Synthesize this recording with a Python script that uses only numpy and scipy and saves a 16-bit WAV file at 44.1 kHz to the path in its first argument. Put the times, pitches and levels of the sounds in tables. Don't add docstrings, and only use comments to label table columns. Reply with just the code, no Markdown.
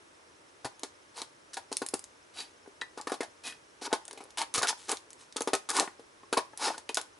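import sys
import numpy as np
from scipy import signal
from scipy.fft import rfft, irfft
from scipy.io import wavfile
from scipy.ndimage import uniform_filter1d

SR = 44100
rng = np.random.default_rng(int(sys.argv[2]) if len(sys.argv) > 2 else 0)


def put_to_file(sound):
    columns = np.atleast_2d(sound).T
    safe = np.clip(columns, -1, 1)
    whole_steps = np.round(safe * 32767)
    wavfile.write(sys.argv[1], SR, whole_steps.astype(np.int16))


N = 317079
TIME = np.arange(N) / SR
HIT = TIME[:SR // 6]

# start_s, push_s, release_s, swell_db (negative sinks), rasp_db,
# faces_db, patch_hz, edge_hz, shell_db (hollow shell relative to the faces)
STROKES = [(1.143,0.056,0.12,20,-42,-46.5,870,4700,-5), (1.532,0.0051,0.11,2,-41,-80,820,5370,-10),
           (2.974,0.016,0.079,3,-53,-42.5,1130,5400,-17), (3.813,0.055,0.027,9.5,-37,-41.5,905,5400,-1),
           (3.904,0.016,0.045,10,-53.5,-34.5,920,3300,-18), (4.12,0.12,.25,-4.5,-68,-61,960,5000,5.5),
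           (4.373,0.051,0.045,1.5,-31.5,-31,920,2920,-15.5), (4.542,0.021,0.084,0.5,-28,-37,1100,8900,-4.5),
           (4.575,0.018,0.059,-2,-28.5,-41.5,1220,6000,-2), (4.622,0.0096,0.17,9,-34,-28.5,1360,3000,-11),
           (4.666,0.03,0.061,30,-23,-34,900,5660,-12), (4.775,0.19,.05,0.5,-52.5,-65,833,7560,-3),
           (4.882,0.04,0.062,10,-31.5,-31.5,750,7600,-5), (5.179,0.034,0.18,15,-52,-60,1020,6950,-11),
           (5.360,0.0071,0.089,31,-34.5,-38.5,1210,6060,-4), (5.689,0.0093,0.068,6,-28,-30.5,1180,7200,-9),
           (5.730,0.049,0.21,15,-29,-27,990,8050,-7.5), (6.369,0.0019,0.05,2,-40,-24.5,1020,5000,-15),
           (6.580,0.085,0.19,25,-28.5,-28.5,880,5300,-8.5), (6.705,0.051,0.14,13,-52.5,-55,860,6100,4),
           (6.975,0.0027,0.15,-7,-47,-41.5,1040,8600,-4)]
# pitch_hz, level_db, t60_s
SHELL_MODES = [(275,-5.5,.048),(325,-3.5,.045),(383,0,.09),(462,0,.05),(560,-9,.04)]
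# pitch_hz, level_db, t60_s
FACE_MODES = [(720,2,.022),(810,5.5,.028),(905,4,.032),(1045,1,.024),(1160,1,.026),(1240,0,.032),(1440,1.5,.013),(1680,0,.012),(2300,-1.5,.013)]


def undb(db):
    return 10 ** (np.asarray(db) / 20)


def unit(x):
    return x / np.sqrt(np.mean(x ** 2))


def struck(x, db):
    return x * undb(db) / np.sqrt(np.mean(x[:SR // 50] ** 2))


def add(track, s, x):
    i = max(int(s * SR), 0)
    track[i:i + len(x)] += x[:N - i]


def through(x, response):
    return signal.fftconvolve(x, response)[:len(x)]


def colour(x, points):
    hz, db = np.transpose(points)
    f = np.fft.rfftfreq(len(x), 1 / SR)
    gain = undb(np.interp(np.log(f + 1), np.log(hz), db))
    return irfft(rfft(x) * gain, len(x))


def band(x, hz):
    edges = np.minimum([hz / np.sqrt(2), hz * np.sqrt(2)], SR / 2 - 1)
    return signal.sosfilt(signal.butter(1, edges, "bandpass", fs=SR, output="sos"), x)


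def thin(x, hz, order):
    return signal.sosfilt(signal.butter(order, hz, "highpass", fs=SR, output="sos"), x)


def steady(x, span_s):
    power = uniform_filter1d(x ** 2, int(span_s * SR))
    return x / np.sqrt(np.maximum(power, 0) + 1e-12)


def ring(modes, scatter_db):
    hz, db, t60 = np.transpose(modes)[:, :, None]
    size = undb(db + scatter_db * rng.standard_normal(db.shape))
    decay = np.exp(-np.log(1000) * HIT / t60)
    return np.sum(size * np.sin(2 * np.pi * hz * HIT) * decay, axis=0)


def flexed(modes):
    hz, db, t60 = np.transpose(modes)
    detune = 1 + .012 * rng.standard_normal(len(hz))
    return np.transpose([hz * detune, db, t60])


def slips(count, rate, spread_db):
    size = undb(spread_db * np.minimum(rng.exponential(size=count), np.pi))
    return (rng.random(count) < rate / SR) * size * rng.choice([-1, 1], count)


def tears(count, rate, spread_db):
    # pitch_hz, level_db
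    torn_colour = [(500,-45),(1200,9.5),(2000,1.5),(2700,0),(3500,4.5),(5300,2.5),(7000,0),(10500,1.5),(13000,10.5)]
    cracks = sum(band(slips(count, rate, spread_db), hz) for hz in (2600, 5200, 9500))
    return colour(cracks, torn_colour)


def pressure(t, push_s, release_s, swell_db):
    attack_s, swell_power = 0.00017, 2.23
    to_go = np.clip(1 - t / push_s, 0, 1)
    swell = undb(-swell_db * to_go ** swell_power)
    release = np.exp(-np.log(1000) * np.maximum(t - push_s, 0) / release_s)
    return (1 - np.exp(-t / attack_s)) * swell * release


def judder(t):
    swings_per_s, depth_db = 166.3, 1.67
    swings = rng.standard_normal(256)
    return undb(depth_db * np.interp(t * swings_per_s, np.arange(len(swings)), swings))


def air():
    # (relative, per Hz)
    air_spectrum = [(15, -35), (25, -18), (87, -1), (207, -7), (311, 3), (344, 3), (603, 0), (721, -5.5),
                    (907, -1.5), (1470, -5), (2510, -9), (4750, -12.5), (5820, -10.5), (6280, -13.5),
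                    (11000, -15.5), (14300, -55), (22000, -120)]
    level_db = -61
    mid, side = (colour(rng.standard_normal(N), air_spectrum) for _ in range(2))
    side = colour(side, [(60, -15.0), (400, -2.5), (1500, 3.5), (8000, -6.5)])
    return undb(level_db) * (mid + np.array([[1], [-1]]) * side) / np.std(mid)


def whistle():
    # pitch_hz, level_db (highest possible peak)
    whistle_tones = [(5290,-64),(5750,-71),(6260,-66)]
    out = np.zeros(N)
    for hz, db in whistle_tones:
        cycle = TIME * 14.9 + rng.random()
        strength = np.sqrt(rng.random(int(cycle[-1]) + 1))[cycle.astype(int)]
        blip = np.maximum(np.sin(2 * np.pi * cycle), 0) ** 2
        out += undb(db) * strength * blip * np.sin(2 * np.pi * hz * TIME)
    return out


def room(x):
    t = TIME[:SR // 2]
    desk = slips(len(t), rate=3000, spread_db=0) * (t > .002) * np.exp(-t / .005)
    desk = undb(-9.0) * desk / np.linalg.norm(desk)
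    wall_colour = [(150, -14.0), (400, -17.0), (900, -8.0), (4000, -9.5), (11000, -12.5)]
    sides = []
    for _ in range(2):
        decay = (1 - np.exp(-t / 0.000058)) * np.exp(-np.log(1000) * t / 0.24)
        tail = rng.standard_normal(len(t)) * decay
        tail = colour(tail / np.linalg.norm(tail), wall_colour)
        sides.append(x + through(x, desk + tail))
    return np.array(sides)


def thuds():
    # start_s, level_db
    jolts = [(0.649,-50.5),(1.821,-61),(1.94,-61),(3.926,-59),(4.578,-49),(5.531,-53.5),(6.371,-55)]
    # pitch_hz, level_db, t60_s
    thud_modes = [(82,-13.5,0.079),(131,0,0.07)]
    out = np.zeros(N)
    for s, db in jolts:
        add(out, s, struck(thin(ring(thud_modes, scatter_db=2.5), 49, order=2), db))
    return out


def blade(register_hz, focus_db):
    # pitch_hz, level_db, t60_s
    steel_modes = [(1785,-3,.12),(1960,0,.085),(2490,0,.06),(2720,-3,.03),(3040,-4,.035),(3280,-4,.04),(3950,0,.022),(4620,0,.03)]
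    hz, db, t60 = np.transpose(steel_modes)
    octaves_off = np.abs(np.log2(hz / register_hz))
    return ring(np.transpose([hz, db - focus_db * octaves_off, t60]), scatter_db=1)


def clacks():
    # start_s, level_db, register_hz (favoured by the point of contact)
    knocks = [(2.373,-54,4600),(2.3858,-48.5,3860),(2.405,-44.5,4300),(2.8136,-44,4060),(2.8171,-39.5,1960),(3.524,-53.5,2390),(6.8913,-41.5,3040)]
    focus_db, contact_db = 24, -5
    out = np.zeros(N)
    for s, db, register_hz in knocks:
        bounces = slips(len(HIT), rate=4000, spread_db=0) * np.exp(-HIT / .003)
        chatter = 2 * (HIT == 0) + bounces
        steel = thin(through(chatter, blade(register_hz, focus_db)), register_hz / 2, order=2)
        contact = band(chatter, register_hz)
        add(out, s, struck(steel, db) + struck(contact, db + contact_db))
    return out


def scrapes():
    # start_s, push_s, release_s, level_db, register_hz
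    slides = [(2.338,0.075,0.21,-47.5,4170),(3.435,0.043,0.18,-41,2500)]
    swell_db, focus_db = 15, 11
    grit_db, shell_db = 5, -3
    out = np.zeros(N)
    t = TIME[:SR // 2]
    for start, push_s, release_s, db, register_hz in slides:
        force = slips(len(t), rate=1500, spread_db=3)
        steel = unit(thin(through(force, blade(register_hz, focus_db)), register_hz / 2, order=2))
        grit = undb(grit_db) * unit(tears(len(t), rate=1600, spread_db=3.5))
        shell = undb(shell_db) * unit(through(force, ring(SHELL_MODES + FACE_MODES, scatter_db=1)))
        drag = judder(t) * pressure(t, push_s, release_s, swell_db)
        add(out, start, undb(db) * (steel + grit + shell) * drag)
    return out


def pop(hz):
    # ratio (to its pitch), level_db, decay_cycles (to fall 60 dB)
    patch_modes = [(.42,-11,26),(.9,-6,22),(1,0,30),(1.5,-8,16),(1.95,-11,12)]
    rub_share, rub_decay_s = 0.2, 0.0029
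    ratio, db, cycles = np.transpose(patch_modes)
    modes = flexed(np.transpose([hz * ratio, db, cycles / hz]))
    rubbing = rub_share * rng.standard_normal(len(HIT)) * np.exp(-HIT / rub_decay_s)
    x = through((HIT == 0) + rubbing, ring(modes, scatter_db=1))
    return x / np.abs(x).max()


def pops():
    # start_s, level_db (peak), pitch_hz
    popping_patches = [(2.661,-42,1010),(2.999,-33.5,810),(3.073,-29,1150),(3.863,-32.5,940),
                       (4.084,-40.5,914),(4.11,-36.5,1070),(4.6155,-22,1060),(4.6303,-21,1440),(4.728,-30.5,910),
                       (5.787,-16.5,1145),(5.828,-23.5,786),(5.876,-25.5,974),(6.233,-38,1065),
                       (6.534,-38.5,844),(6.624,-27.5,1470),(6.682,-22,874),(6.704,-26,848),(6.744,-33.5,1490),(6.9713,-21.5,1500)]
    out = np.zeros(N)
    for s, db, hz in popping_patches:
        add(out, s, undb(db) * pop(hz))
    return out


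def tick(hz):
    noise = colour(rng.standard_normal(len(HIT)), [(hz / 6, -18), (hz / 2, -7), (hz, 0), (hz * 2, -6)])
    crack = noise * np.exp(-HIT / 0.00089)
    fizz = undb(-27.5) * unit(noise) * np.exp(-HIT / 0.018)
    return crack / np.abs(crack).max() + fizz


def ticks():
    # start_s, level_db (peak of the crack), pitch_hz
    edge_cracks = [(0.795,-35,6140),(0.834,-15.5,6030),(1.1716,-29,5020),(1.2177,-16.5,3900),(1.543,-24.5,6100),(1.727,-14,5880),(1.769,-11.5,6430),
                   (1.864,-16,10100),(1.887,-19.5,8400),(1.94,-9.5,9000),(1.993,-24.5,9700),(2.041,-27,7100),
                   (3.013,-23.5,5550),(4.053,-31.5,8240),(4.080,-26.5,9000),(4.111,-27,3940),
                   (4.130,-27.5,9940),(4.239,-34,9780),(4.306,-34,5800),(4.3837,-14.5,4740),(4.392,-18,4500),(4.4166,-13,2870),(4.54,-11.5,9500),
                   (4.622,-17,4000),(4.6301,-9,5500),(4.672,-13.5,3500), (4.894,-16,4740),
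                   (4.9168,-9,8750),(4.971,-24.5,4500),
                   (5.105,-34,8150),(5.131,-32,7600),(5.325,-33.5,4940),(5.367,-14.5,5700),(5.407,-17.5,8400),(5.42,-16,9000),
                   (5.551,-11,5700),(5.703,-11.5,7150),(5.714,-15,7700),(5.767,-12,4860),(5.798,-6,7040),(6.575,-19,10700),
                   (6.781,-23.5,6500),(6.892,-21.5,2830),(6.945,-11.5,7140),(6.954,-20,6770),(6.9715,-11.5,2850),(7.014,-21.5,7560)]
    out = np.zeros(N)
    for s, db, hz in edge_cracks:
        add(out, s, undb(db) * tick(hz))
    return out


def splits():
    splits_per_s, knock_db = 30, -7
    level_db, follow = -20, 0.78
    out = np.zeros(N)
    for start, push_s, _, _, rasp_db, _, patch_hz, edge_hz, _ in STROKES:
        chances = rng.random((8, 4))
        for when, odds, size, place in chances:
            crack = tick(edge_hz) + pop(edge_hz * (.5 + .5 * place))
            knock = ring([(patch_hz * (0.85 + .5 * place), 0, .025)], scatter_db=2.5)
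            split = crack + undb(knock_db) * knock
            happens = odds < splits_per_s * push_s / len(chances)
            gain = happens * size * undb(level_db + follow * rasp_db)
            add(out, start + when * push_s, gain * split)
    return out


def held(s):
    # time_s, ring_share (of the free ring time), tilt_db (per octave)
    hand_hold = [(1.9,0.99,-16),(3.099,0.79,-6),(6.3,1.32,0.5)]
    times, shares, tilts = np.transpose(hand_hold)
    hz, db, t60 = np.transpose(flexed(SHELL_MODES))
    tilt_db = np.interp(s, times, tilts) * np.log2(hz / hz[0])
    return np.transpose([hz, db + tilt_db, t60 * np.interp(s, times, shares)])


def snaps():
    # start_s, faces_db, body_db (hollow body), patch_hz (buckling patch)
    buckles = [(0.646,-37,-46,790),(0.653,-38,-40.5,960),(0.833,-40.5,-41,660),(1.177,-46.5,-64,890),(1.218,-46.5,-47.5,950),(1.569,-37,-52,800),
               (1.716,-42,-39,900),(1.818,-37.5,-32.5,930),(1.937,-39,-31.5,795),(2.676,-65,-48.5,710),(2.817,-49,-49,940),
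               (2.975,-44.5,-43,805),(3.071,-38,-36.5,970),(3.096,-41.5,-65,810),(3.119,-34.5,-31,1060),(3.14,-41,-45,805),
               (3.206,-36,-32,1790),(3.230,-39.5,-53,820),(3.819,-46,-44,720),(3.928,-26.5,-27,887),(4.175,-48,-54,2140),
               (4.206,-49.5,-46,860),(4.579,-33,-40,1280),(4.631,-30,-40,1310),(4.928,-68,-40,910),(5.361,-43.5,-38.5,910),
               (5.408,-38.5,-33.5,875),(5.474,-33.5,-28.5,895),(5.533,-24.5,-26.5,684),(5.803,-30.5,-32.5,835),(5.817,-48,-38,1110),
               (5.995,-58,-48.5,880),(6.3271,-28.5,-29.5,1370),(6.373,-26.5,-27.5,940),(6.778,-45.5,-50,890),
               (6.894,-41.5,-40.5,956),(6.971,-31.5,-44.5,670)]
    flip_size, flip_s = 2, .002
    crackle_db = -2
    out = np.zeros(N)
    push = np.exp(-HIT / 0.00053)
    creasing = (1 - np.exp(-HIT / 0.0001)) * np.exp(-HIT / 0.012)
    flip = flip_size * (HIT == HIT[int(flip_s * SR)])
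    for s, faces_db, body_db, patch_hz in buckles:
        body = through(push, np.gradient(ring(held(s), scatter_db=1.5)))
        creases = slips(len(HIT), rate=3000, spread_db=0.5) * creasing + flip
        panel = through(creases, ring(flexed(FACE_MODES), scatter_db=4.0))
        patch_modes = [(patch_hz, 0, .026), (patch_hz * 1.13, -2, .02)]
        patch = through(creases, ring(patch_modes, scatter_db=2.5))
        faces = thin(struck(panel, db=-4.5) + struck(patch, db=-7.0), 583, order=2)
        crackle = struck(tears(len(HIT), rate=3000, spread_db=1.5) * creasing, crackle_db)
        add(out, s, struck(body, body_db) + undb(faces_db) * (faces + crackle))
    return out


def strokes():
    faces_lag_s = 0.011
    out = np.zeros(N)
    t = TIME[:SR // 2]
    lead = len(HIT)
    count = len(t) + lead
    for start, push_s, release_s, swell_db, rasp_db, faces_db, patch_hz, edge_hz, shell_db in STROKES:
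        rate = 1400 * undb(.5 * (rasp_db + 30.5))
        force = slips(count, 2 * rate, spread_db=5.5)
        responses = (ring(flexed(FACE_MODES), scatter_db=2.5),
                     ring([(patch_hz, 0, .018)], scatter_db=0),
                     np.gradient(ring(SHELL_MODES, scatter_db=2.5)))
        panel, patch, body = (steady(through(force, r), span_s=0.082)[lead:] for r in responses)
        rasp = tears(count, rate, spread_db=-0.5)
        rasp = rasp + 0.54 * band(band(rasp, edge_hz), edge_hz)
        rasp = steady(rasp, span_s=0.0045)[lead:]
        shaken = thin(0.47 * panel + 0.39 * patch, 640, order=2) + undb(shell_db) * body
        edge = undb(rasp_db) * rasp * pressure(t, push_s, release_s, swell_db)
        faces = undb(faces_db) * shaken * pressure(t, push_s + faces_lag_s, release_s, swell_db)
        add(out, start, judder(t) * (edge + faces))
    return out


def scene():
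    pack = snaps() + ticks() + pops() + splits() + strokes() + scrapes() + clacks()
    near = room(thin(pack, 284, order=3) + thuds())
    lean = colour(near.mean(axis=0), [(100, -25), (300, -29), (550, -12.0), (1200, -19), (8000, -36)])
    return near + np.array([[1], [-1]]) * lean + air() + whistle()


def record(dry):
    return signal.sosfilt(signal.ellip(10, .2, 70, 11000, fs=SR, output="sos"), dry)


dry = scene()
out = record(dry)
put_to_file(out)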